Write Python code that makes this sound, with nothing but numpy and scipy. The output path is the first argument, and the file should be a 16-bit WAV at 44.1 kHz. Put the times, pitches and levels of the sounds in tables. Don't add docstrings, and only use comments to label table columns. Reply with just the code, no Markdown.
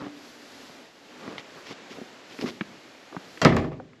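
import sys
import numpy as np
from scipy import signal
from scipy.fft import rfft, irfft
from scipy.io import wavfile
from scipy.ndimage import uniform_filter1d

SR = 44100
rng = np.random.default_rng(int(sys.argv[2]) if len(sys.argv) > 2 else 0)


def materialize(psi):
    bounded = np.clip(np.atleast_2d(psi).T, -1, 1)
    quanta = np.round(bounded * 32767).astype(np.int16)
    wavfile.write(sys.argv[1], SR, quanta)


N = 176400
T = np.arange(N) / SR
SHOT_T = T[:SR]


def amp(db):
    return 10 ** (np.asarray(db) / 20)


def unit_rms(x):
    return x / np.sqrt(np.mean(x ** 2) + 1e-20)


def bin_hz(size):
    return np.fft.rfftfreq(size, 1 / SR) + 1


def curve_at(points, hz):
    freqs, values = np.transpose(points)
    return np.interp(np.log(hz), np.log(freqs), values)


def fader(points):
    return amp(np.interp(T, *np.transpose(points)))


def place(mix, start_s, sound):
    at = round(start_s * SR)
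    sound, part = sound[max(-at, 0):], mix[max(at, 0):]
    part[:len(sound)] += sound[:len(part)]


def cut(x, hz, kind, order):
    return signal.sosfilt(signal.butter(order, hz, kind, fs=SR, output="sos"), x)


def noise(eq, size=SR):
    white = rfft(rng.standard_normal(size))
    return unit_rms(irfft(white * amp(curve_at(eq, bin_hz(size))), size))


def noise_band(hz, octaves, size=SR):
    distance = np.log2(bin_hz(size) / hz) / octaves
    white = rfft(rng.standard_normal(size))
    return unit_rms(irfft(white * np.exp(-0.5 * distance ** 2), size))


def attack(rise_s):
    return 1 - np.exp(-SHOT_T / rise_s)


def decay(t60_s):
    return np.exp(-np.log(1000) * SHOT_T / t60_s)


def ring(hz, t60_s):
    return np.sin(2 * np.pi * hz * SHOT_T) * decay(t60_s)


def noise_tail(eq, decays):
    spectrum, centres_hz = rfft(noise(eq)), np.geomspace(50, 12800, 9)
    out = np.zeros(SR)
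    for hz, solo in zip(centres_hz, np.eye(len(centres_hz))):
        crossover = np.interp(np.log(bin_hz(SR)), np.log(centres_hz), solo)
        out += irfft(spectrum * crossover, SR) * decay(curve_at(decays, hz))
    return out


# freq_hz, gain_db
AIR_EQ = [(30, -26), (80, -18.5), (150, -6), (280, 2.5), (550, 2), (1000, -4.5), (2000, -4.5), (3400, -9),
          (4800, -13.5), (7300, -19), (8800, -32), (12000, -37.5), (14200, -50)]
CLOTH_EQ = [(1500, -3), (3000, -3.5), (4600, 0.5), (7300, -9), (8800, -16.5), (11800, -12.5), (13000, -17),
            (14200, -39)]
# time_s, level_db
AIR_RIDE = [(0, -49.5), (.35, -51), (.62, -49), (.8, -49.5), (.93, -54), (1.06, -51.5), (1.2, -47),
            (1.5, -48), (1.8, -46.5), (2.1, -48.5), (2.4, -49), (2.58, -50), (2.75, -49.5), (3.0, -51),
            (3.25, -48.5), (3.6, -53), (4, -52.5)]
CLOTH_RIDE = [(0, -67), (.17, -57), (.25, -52.5), (.38, -55.5), (.62, -51.5), (.78, -56.5), (.92, -62),
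              (1.25, -58.5), (1.45, -63), (1.6, -55.5), (1.8, -71), (1.95, -55), (2.25, -63.5),
              (2.43, -47.5), (2.6, -60), (3.1, -60.5), (3.39, -53), (3.7, -77)]


def air_and_clothes():
    return fader(AIR_RIDE) * noise(AIR_EQ, N) + fader(CLOTH_RIDE) * noise(CLOTH_EQ, N)


# freq_hz, gain_db
GRIT_EQ = [(300, 4), (1000, -6), (2300, 4), (3800, -1), (5300, -3), (7000, -13), (8600, -26), (12000, -27),
           (14000, -30)]
RUB_EQ = [(50, -12), (120, -4.5), (280, 0), (500, -3.5), (800, -10.5), (1150, -8.5), (2000, -20),
          (5000, -27), (14000, -84)]
# start_s, length_s, grit_db, rub_db
SCUFF_CUES = [(-.02, 0.11, -63, -39), (1.189, 0.2, -60, -42), (1.375, 0.038, -45, -50),
              (1.554, 0.045, -64, -44.5), (1.652, 0.082, -43.5, -49.5), (1.696, 0.04, -44, -41),
              (1.902, 0.042, -46.5, -50), (1.937, 0.065, -68, -46), (2.291, 0.065, -49.5, -52),
              (2.399, 0.031, -38, -43), (2.42, 0.039, -59, -39), (2.458, 0.051, -39, -38),
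              (2.693, .09, -67, -53.5)]


def scuffs():
    out = np.zeros(N)
    grain_depth_db = 2.5
    for start_s, length_s, grit_db, rub_db in SCUFF_CUES:
        swell = np.sin(np.pi * np.minimum(SHOT_T / length_s, 1)).clip(0) ** 0.45
        flicker = unit_rms(uniform_filter1d(rng.standard_normal(SR), size=90))
        grains = unit_rms(amp(grain_depth_db * flicker))
        friction = amp(grit_db) * noise(GRIT_EQ) + amp(rub_db) * noise(RUB_EQ)
        place(out, start_s, swell * grains * friction)
    return out


# start_s, click_db, click_hz, thump_db, thump_hz
STEP_CUES = [(0.015, -42.5, 1120, -33, 262), (.046, -40, 1060, -37, 275), (.064, -42, 900, -31.5, 197),
             (.696, -44, 700, -41.5, 170), (1.277, -33.5, 1130, -27.5, 232), (1.381, -27.5, 2130, -44, 147),
             (1.908, -53, 2200, -36.5, 265), (1.985, -38, 550, -36, 286), (2.0148, -43, 480, -29.5, 245),
             (2.389, -35.5, 1630, -29.5, 279), (2.424, -35, 1280, -23, 288), (2.44, -48, 600, -18, 244),
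             (2.46, -32.5, 1220, -26, 257), (2.6094, -23, 1710, -20, 210), (3.127, -38, 870, -36.5, 351),
             (3.1465, -30.5, 600, -43, 285), (3.1654, -29.5, 1167, -25.5, 183),
             (3.3742, -36, 2080, -39, 323), (3.7989, -31.5, 940, -23, 520), (3.932, -39.5, 1370, -51, 198)]


def footsteps():
    out = np.zeros(N)
    click_t60_s, thump_t60_s = 0.025, 0.042
    for start_s, click_db, click_hz, thump_db, thump_hz in STEP_CUES:
        click = noise_band(click_hz, octaves=0.99) * decay(click_t60_s)
        click += ring(click_hz, click_t60_s / 2)
        click = cut(click, 1.89 * click_hz, "low", order=4)
        thump = ring(thump_hz, thump_t60_s) + amp(-4) * ring(1.452 * thump_hz, thump_t60_s)
        thump *= attack(rise_s=0.002)
        place(out, start_s, amp(click_db) * click + amp(thump_db) * thump / abs(thump).max())
    return out + room_reverb(out, send_db=-20)


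# freq_hz, gain_db
ROOM_EQ = [(40, -8), (100, 15.5), (160, -1), (300, 3), (700, 0.5), (2000, 1), (5000, 1), (12000, -1.5)]
# freq_hz, t60_s
ROOM_DECAY = [(60, 0.5), (160, 0.68), (500, 0.64), (1200, 0.29), (4000, 0.31), (12000, 0.38)]


def room_reverb(x, send_db):
    impulse = noise_tail(ROOM_EQ, ROOM_DECAY) * attack(rise_s=0.018)
    return amp(send_db) * signal.fftconvolve(x, impulse / np.linalg.norm(impulse))[:N]


# time_s, level_db
DRONE_RIDE = [(0, -58), (.25, -51.5), (.55, -57), (.83, -57), (.93, -73), (1.2, -52), (1.5, -65), (4, -70)]


def hollow_floor():
    out = fader(DRONE_RIDE) * noise_band(hz=268, octaves=0.16, size=N)
    place(out, start_s=0.02016, sound=amp(-33) * ring(hz=292, t60_s=0.67))
    return out


# freq_hz, gain_db
LATCH_EQ = [(200, -17.5), (700, -5), (1900, 7.5), (3500, -5), (4700, 0), (6000, -6), (7500, -8.5),
            (8600, -26), (12000, -23), (14000, -45)]
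# pitch_hz, level_db, t60_s
LATCH_MODES = [(669, -25, 0.18), (1417, -25, .08), (1950, -22.5, 0.062), (2729, -24, 0.092),
               (3225, -27, .07), (4470, -27, 0.051), (5650, -26, 0.041)]


def latch_scrape():
    scrape = amp(-25.5) * noise(LATCH_EQ) * decay(t60_s=0.1)
    metal = sum(amp(db) * ring(hz, t60_s) for hz, db, t60_s in LATCH_MODES)
    return (scrape + metal) * attack(rise_s=0.002)


# (a 51 Hz room boom, then the wooden modes
LEAF_PITCHES = [51, 92, 146, 160, 183, 226, 252, 307, 374, 500, 613, 645, 733, 804, 1001, 1124, 1216, 1397,
                1771, 2048, 2735]
LEAF_LEVELS = [-20, -23, -11, -7, 0, -4, -4, -14, -11.5, -22, -7.5, -13.5, -16.5, -14, -18, -9.5, -10, -13,
               -12, -16, -31]
LEAF_DECAYS = [0.39, 0.2, .3, .16, 0.08, .1, 0.11, 0.22, 0.3, 0.32, 0.24, 0.42, 0.3, 0.14, .2, 0.077, 0.091,
               0.056, 0.085, .13, .15]


def door_leaf():
    split_hz = 450
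    thud, panel = np.zeros((2, SR))
    for k, (hz, db, t60_s) in enumerate(zip(LEAF_PITCHES, LEAF_LEVELS, LEAF_DECAYS)):
        mode = amp(db) * ring(hz, t60_s)
        if hz < split_hz:
            thud += mode
        else:
            panel += (-1) ** k * mode
    return thud * attack(rise_s=0.0029), panel


# freq_hz, gain_db
CLATTER_EQ = [(60, -22), (200, -2), (450, -2), (700, -0.5), (900, -6), (1150, 0.5), (1450, -7.5),
              (1900, -5.5), (2800, -19.5), (5000, -30), (8000, -44.5), (14000, -63)]
# freq_hz, t60_s
CLATTER_DECAY = [(200, 0.24), (1200, 0.049), (4000, 0.21), (12000, 0.091)]
# start_s, thud_db, clatter_db, snap_db
DOOR_HITS = [(3.416, -46, -19, -19.5), (3.429, -18.5, -26, -24), (3.449, -18, -13.5, -9.5),
             (3.4545, 2, -1.5, -35), (3.467, -4.5, -17, -31), (3.491, -17, -18, -36),
             (3.521, -7.5, -17.5, -44), (3.546, -8, -27, -33), (3.566, -18, -12, -18),
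             (3.583, -22.5, -25, -34), (3.621, -25, -29, -58), (3.641, -28, -26, -52),
             (3.717, -27, -33.5, -62), (3.729, -51, -38, -52)]


def door_slam():
    out = np.zeros(N)
    thud, panel = door_leaf()
    for start_s, thud_db, clatter_db, snap_db in DOOR_HITS:
        clatter = (noise_tail(CLATTER_EQ, CLATTER_DECAY) + amp(-3.5) * panel) * attack(rise_s=0.00068)
        snap = noise(LATCH_EQ) * decay(t60_s=0.015)
        place(out, start_s, amp(thud_db) * thud + amp(clatter_db) * clatter + amp(snap_db) * snap)
    place(out, start_s=3.4155, sound=latch_scrape())
    return out + room_reverb(out, send_db=-11)


def gain_control(x, threshold_db=-7.5, recovery_db_per_s=1):
    power_db = 10 * np.log10(abs(uniform_filter1d(x ** 2, size=260)) + 1e-12)
    recovery_db = recovery_db_per_s * T
    held_db = np.maximum.accumulate(power_db + recovery_db) - recovery_db
    reduction_db = np.maximum(held_db - threshold_db, 0)
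    return x / amp(uniform_filter1d(reduction_db, size=60))


def scene():
    door = door_slam()
    footwork = cut(footsteps() + scuffs(), hz=126, kind="high", order=3)
    return (door + footwork + hollow_floor() + air_and_clothes())[None]


def record(dry):
    x = signal.lfilter(*signal.iirnotch(9250, Q=13.5, fs=SR), dry[0])
    x = cut(x, hz=39, kind="high", order=5)
    x = cut(x, hz=12600, kind="low", order=8)
    top_cut = signal.firwin(511, cutoff=14300, window=("kaiser", 9), fs=SR)
    return signal.oaconvolve(gain_control(x), top_cut, "same")[None]


dry = scene()
out = record(dry)
materialize(out)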